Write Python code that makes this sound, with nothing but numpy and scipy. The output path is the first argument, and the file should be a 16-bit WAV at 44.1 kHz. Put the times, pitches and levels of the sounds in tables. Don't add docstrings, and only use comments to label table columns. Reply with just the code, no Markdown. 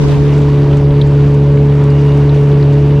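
import sys
import numpy as np
from scipy import signal
from scipy.io import wavfile

SR = 44100
rng = np.random.default_rng(int(sys.argv[2]) if len(sys.argv) > 2 else 0)


def level_to_linear(level):
    exponent = np.asarray(level, float) / 20
    return 10 ** exponent


def wav_record(signal):
    frames = np.transpose(np.atleast_2d(signal))
    bounded = np.clip(frames, -1, 1)
    quanta = np.round(bounded * 32767).astype(np.int16)
    wavfile.write(sys.argv[1], SR, quanta)


N = 132300

# frequency in Hz, level in dB per Hz.
WIND_SPECTRUM = [(20, -2), (35, 0), (60, 0), (110, 0), (220, -3.5), (450, -14)]
WIND_DB, GUST_FOLLOWS = -23, .3

# frequency in Hz, level in dB per Hz.
PORT_SPECTRUM = [(20, -8), (48, -3), (204, -3.5), (420, -13), (1300, -27.5), (6320, -38), (11000, -54),
                 (12500, -76)]
APART_DB, APART_TOP_HZ = -17, 10500
BLEND_DB_PER_S, BLEND_END_S, BLEND_SHUT_DB_PER_S = 32, 0.99, 57.5

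# time in seconds, wash level in dB, wind level in dB.
SWELL = [(0.0, -33.5, -36), (0.02, -28, -38.5), (0.07, -30, -19), (0.12, -25.5, -35.5), (0.17, -29.5, -17),
         (0.32, -29.5, -31), (0.48, -30.5, -19), (0.53, -30.5, -36.5), (0.73, -31, -24),
         (1.59, -32.5, -39.5), (1.62, -32.5, -23), (1.83, -31, -39), (1.87, -31.5, -45),
         (2.03, -30.5, -42.5), (2.21, -30, -31), (2.28, -31, -40), (2.45, -30.5, -31), (3.0, -31, -31.5)]

# frequency in Hz, level in dB per Hz.
RUSH_SPECTRUM = [(300, 1), (550, -5.5), (950, -9.5), (1400, -15.5), (2800, -20.5), (5000, -31),
                 (8000, -42.5), (14500, -57.5)]
RUSH_DB, CHUFF_DB = 4, 0.8
BRIGHT_HZ, RUSH_LOSS_DB = 3500, 4
HULL_HZ, HULL_DB = 974, -8
SETTLE_S, ENGINE_GAIN_DB = .3, 2.5

DROPS_PER_S, DROPS_DB, DROP_CYCLES = 960, -41.5, 2
DROPS_FOLLOW = 1.5

# start in seconds, peak level in dB, pitch in Hz.
PINGS = [
    (0.6304, -34, 3340),
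    (1.0131, -14.5, 3720),
    (1.9011, -27.5, 4760),
    (2.2927, -24.5, 3920),
    (2.5157, -28, 3800),
    (2.6249, -27.5, 4610),
    (1.071, -36, 7630),
    (2.3446, -37, 6900),
    (2.7302, -35, 7035),
]

# start in seconds, peak level in dB, pitch in Hz.
SLAPS = [
    (0.0804, -28, 2700),
    (0.1438, -25.5, 2450),
    (0.7294, -23.5, 2590),
    (0.7838, -29.5, 2850),
    (0.9062, -28, 3090),
    (1.5465, -40, 2180),
    (1.5718, -22, 2230),
    (1.6967, -28, 2680),
    (1.7194, -27.5, 2357),
    (2.9074, -32.5, 2900),
]

# start in seconds, peak level in dB, pitch in Hz.
SPITS = [(0.0803, -30.5, 6180), (0.379, -33.5, 6560), (0.414, -35.5, 6180), (0.7692, -30.5, 5970),
         (1.0136, -35.5, 7100), (1.342, -34.5, 6560), (1.838, -34, 6200), (1.9018, -37.5, 7000),
         (2.0124, -40, 6740), (2.1724, -32, 6343), (2.275, -43, 6200), (2.433, -36, 6200)]

# multiple of shaft speed, level in dB.
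MESH = [(38, -2), (40, 0), (41, -4)]
# time in seconds, whine level in dB.
MESH_LOAD = [
    (0, -58),
    (.4, -60),
    (.9, -59),
    (1.3, -62),
    (1.84, -59),
    (1.9, -51),
    (2.08, -52),
    (2.18, -60),
    (3, -56),
]
MESH_DB = 0.5

# time in seconds, speed in Hz.
SHAFT = [
    (0.0, 73.8),
    (0.04, 70.88),
    (0.33, 71.5),
    (0.38, 72.13),
    (0.57, 71.13),
    (1.7, 71.05),
    (1.94, 70.9),
    (2.12, 71.27),
    (2.69, 70.9),
    (3.0, 71.6),
]
# multiple of shaft speed, level in dB.
WHOLE_ORDERS = [(1, -14), (2, -0.5), (3, -21.5), (4, -15), (5, -23.5), (6, -12), (8, -25.5), (9, -39),
                (11, -45.5), (12, -41), (13, -35.5), (16, -39.5)]
# multiple of shaft speed, level in dB.
LOOSE_ORDERS = [(.5, -33), (1.5, -26.5), (2.5, -28), (3.5, -32.5), (4.5, -25), (5.5, -40.5), (6.5, -31.5),
                (7, -36.5)]
ENGINE_DB, SMEAR_RAD, START_RAD = -7.5, .374, 2.06
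STEADY_DB, WOBBLE_DB, SLIP_RAD = 0.15, 1.76, 0.03
LOOSE_DB, LOOSE_RAD = 7, 1.9


def rms_one(x):
    return x / np.sqrt(np.mean(x ** 2) + 1e-20)


def drift(rate):
    r = np.exp(-80 * np.pi * rate / SR)
    slow = signal.lfilter([1], [1, -2 * r, r * r], rng.standard_normal(N // 40 + 2002))[2000:]
    return np.interp(np.arange(N) / 40, np.arange(len(slow)), rms_one(slow - slow.mean()))


def band(x, low_hz, high_hz):
    return signal.sosfilt(signal.butter(2, [low_hz, min(high_hz, .45 * SR)], "band", fs=SR, output="sos"), x)


def banded_noise(spectrum, patchy_db, fast, shared):
    hz, db = np.transpose(spectrum)
    edges = hz[0] * 2 ** np.arange(0, np.log2(hz[-1] / hz[0]) + .2, 1 / 3)
    together = drift(fast / 3)
    white = rng.standard_normal((2, N + 9000))
    out = 0
    for k, (low, high) in enumerate(zip(edges, edges[1:])):
        level_db = np.interp(np.log(low * high) / 2, np.log(hz), db)
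        flicker_db = patchy_db * (shared * together + drift(fast))
        out = out + level_to_linear(level_db + flicker_db) * band(white[k % 2], low, high)[9000:]
    return rms_one(out)


def recorder_hiss():
    low_hz, high_hz = 11600, 14300
    white = rng.standard_normal((2, N))
    return level_to_linear(-66.5) * rms_one(band(band(white, low_hz, high_hz), low_hz, high_hz))


def port_difference(t):
    width_db = APART_DB - BLEND_DB_PER_S * t - BLEND_SHUT_DB_PER_S * np.maximum(t - BLEND_END_S, 0)
    side = level_to_linear(width_db) * banded_noise(PORT_SPECTRUM, patchy_db=1.2, fast=12.0, shared=.9)
    return signal.sosfilt(signal.butter(6, APART_TOP_HZ, fs=SR, output="sos"), side)


def wind(gust_db):
    level_db = WIND_DB + GUST_FOLLOWS * (gust_db - gust_db.mean())
    return level_to_linear(level_db) * banded_noise(WIND_SPECTRUM, patchy_db=1.6, fast=10.0, shared=.6)


def hull_rush(wash_db, turn, fresh):
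    noise = banded_noise(RUSH_SPECTRUM, patchy_db=1.42, fast=13.0, shared=0.41)
    rush = level_to_linear(RUSH_DB + wash_db + CHUFF_DB * np.cos(turn)) * noise
    rush = rush + (level_to_linear(RUSH_LOSS_DB * fresh) - 1) * band(rush, BRIGHT_HZ, 14000)
    return rush + level_to_linear(HULL_DB + 2.3 * drift(18.0)) * band(rush, HULL_HZ / 1.08, HULL_HZ * 1.09)


def droplets(wash_db):
    sizes = level_to_linear(1.5 * np.minimum(rng.exponential(1, N), 5)) * rng.choice([-1, 1], N)
    born = rng.random(N) < DROPS_PER_S * level_to_linear(4.0 * drift(12.0)) / SR
    pitch = rng.integers(0, 14, N)
    out = 0
    for k, hz in enumerate(np.geomspace(650, 9500, num=14)):
        r, w = level_to_linear(-60 * hz / (DROP_CYCLES * SR)), 2 * np.pi * hz / SR
        strikes = sizes * born * (pitch == k) + 1e-18
        ringing = signal.lfilter([0, np.sin(w)], [1, -2 * r * np.cos(w), r * r], strikes)
        out = out + ringing * (1300 / hz) ** 2.1
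    return level_to_linear(DROPS_FOLLOW * (wash_db - wash_db.mean()) + DROPS_DB) * rms_one(out)


def splashes(table, width, t60, gain_db):
    out, t = np.zeros(N + 2000), np.arange(2000) / SR
    for (s, db, hz), noise in zip(table, rng.standard_normal((len(table), 2000))):
        edges = hz / (1 + 1.6 * width), hz * (1 + .7 * width)
        struck = noise * level_to_linear(-60 * t / t60) * np.minimum(t / .0012, 1)
        burst = band(band(struck, *edges), *edges)
        start = int(s * SR)
        out[start:start + 2000] += level_to_linear(db + gain_db) * burst / np.abs(burst).max()
    return out[:N]


def spray():
    pings = splashes(PINGS, width=0.14, t60=.024, gain_db=-2.0)
    slaps = splashes(SLAPS, width=0.67, t60=0.043, gain_db=-0.5)
    spits = splashes(SPITS, width=.6, t60=0.045, gain_db=-1.5)
    return pings + slaps + spits


def shaft_turn():
    s, hz = np.transpose(SHAFT)
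    speed_hz = np.interp(np.arange(N) / SR, s, hz) * (1 + .0012 * drift(6.0))
    return 2 * np.pi * np.cumsum(speed_hz) / SR


def gear(turn):
    s, db = np.transpose(MESH_LOAD)
    load_db = np.interp(np.arange(N) / SR, s, db)
    lines = 0
    for k, share_db in MESH:
        lines = lines + level_to_linear(share_db + 3.8 * drift(8.7)) * np.cos(k * turn + 0.78 * drift(4.0))
    return level_to_linear(MESH_DB + load_db) * np.sqrt(2) * lines


def engine(turn):
    out = 0
    for k, db in WHOLE_ORDERS:
        shake_db = STEADY_DB + WOBBLE_DB * min(-db / 20, 1.5)
        phase = SMEAR_RAD * k * k + START_RAD + SLIP_RAD * k * drift(11.0)
        out = out + level_to_linear(db + shake_db * drift(9.0)) * np.cos(k * turn + phase)
    for k, db in LOOSE_ORDERS:
        swell_db = LOOSE_DB * np.tanh(drift(7.0))
        half_order = round(2 * k) / 2
        out = out + level_to_linear(db + swell_db) * np.cos(half_order * turn + LOOSE_RAD * drift(3.0))
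    return level_to_linear(ENGINE_DB) * np.sqrt(2) * out


def scene():
    t, turn = np.arange(N) / SR, shaft_turn()
    fresh = np.exp(-t / SETTLE_S)
    s, wash, gust = np.transpose(SWELL)
    wash_db, gust_db = np.interp(t, s, wash), np.interp(t, s, gust)
    mid = wind(gust_db) + hull_rush(wash_db, turn, fresh) + droplets(wash_db) + spray()
    mid = mid + gear(turn) + level_to_linear(-ENGINE_GAIN_DB * fresh) * engine(turn)
    return mid + port_difference(t) * [[1], [-1]] + recorder_hiss()


def band_limit(x):
    return signal.sosfilt(signal.butter(12, 15200, fs=SR, output="sos"), x)


def record(dry):
    rounded = dry / (1 + np.abs(dry / 1.1) ** 8) ** (1 / 8)
    n = np.arange(N)
    fade = np.minimum(np.minimum(n[::-1], 40 * n + 60) / (.004 * SR), 1)
    return band_limit(fade * rounded)


dry = scene()
out = record(dry)
wav_record(out)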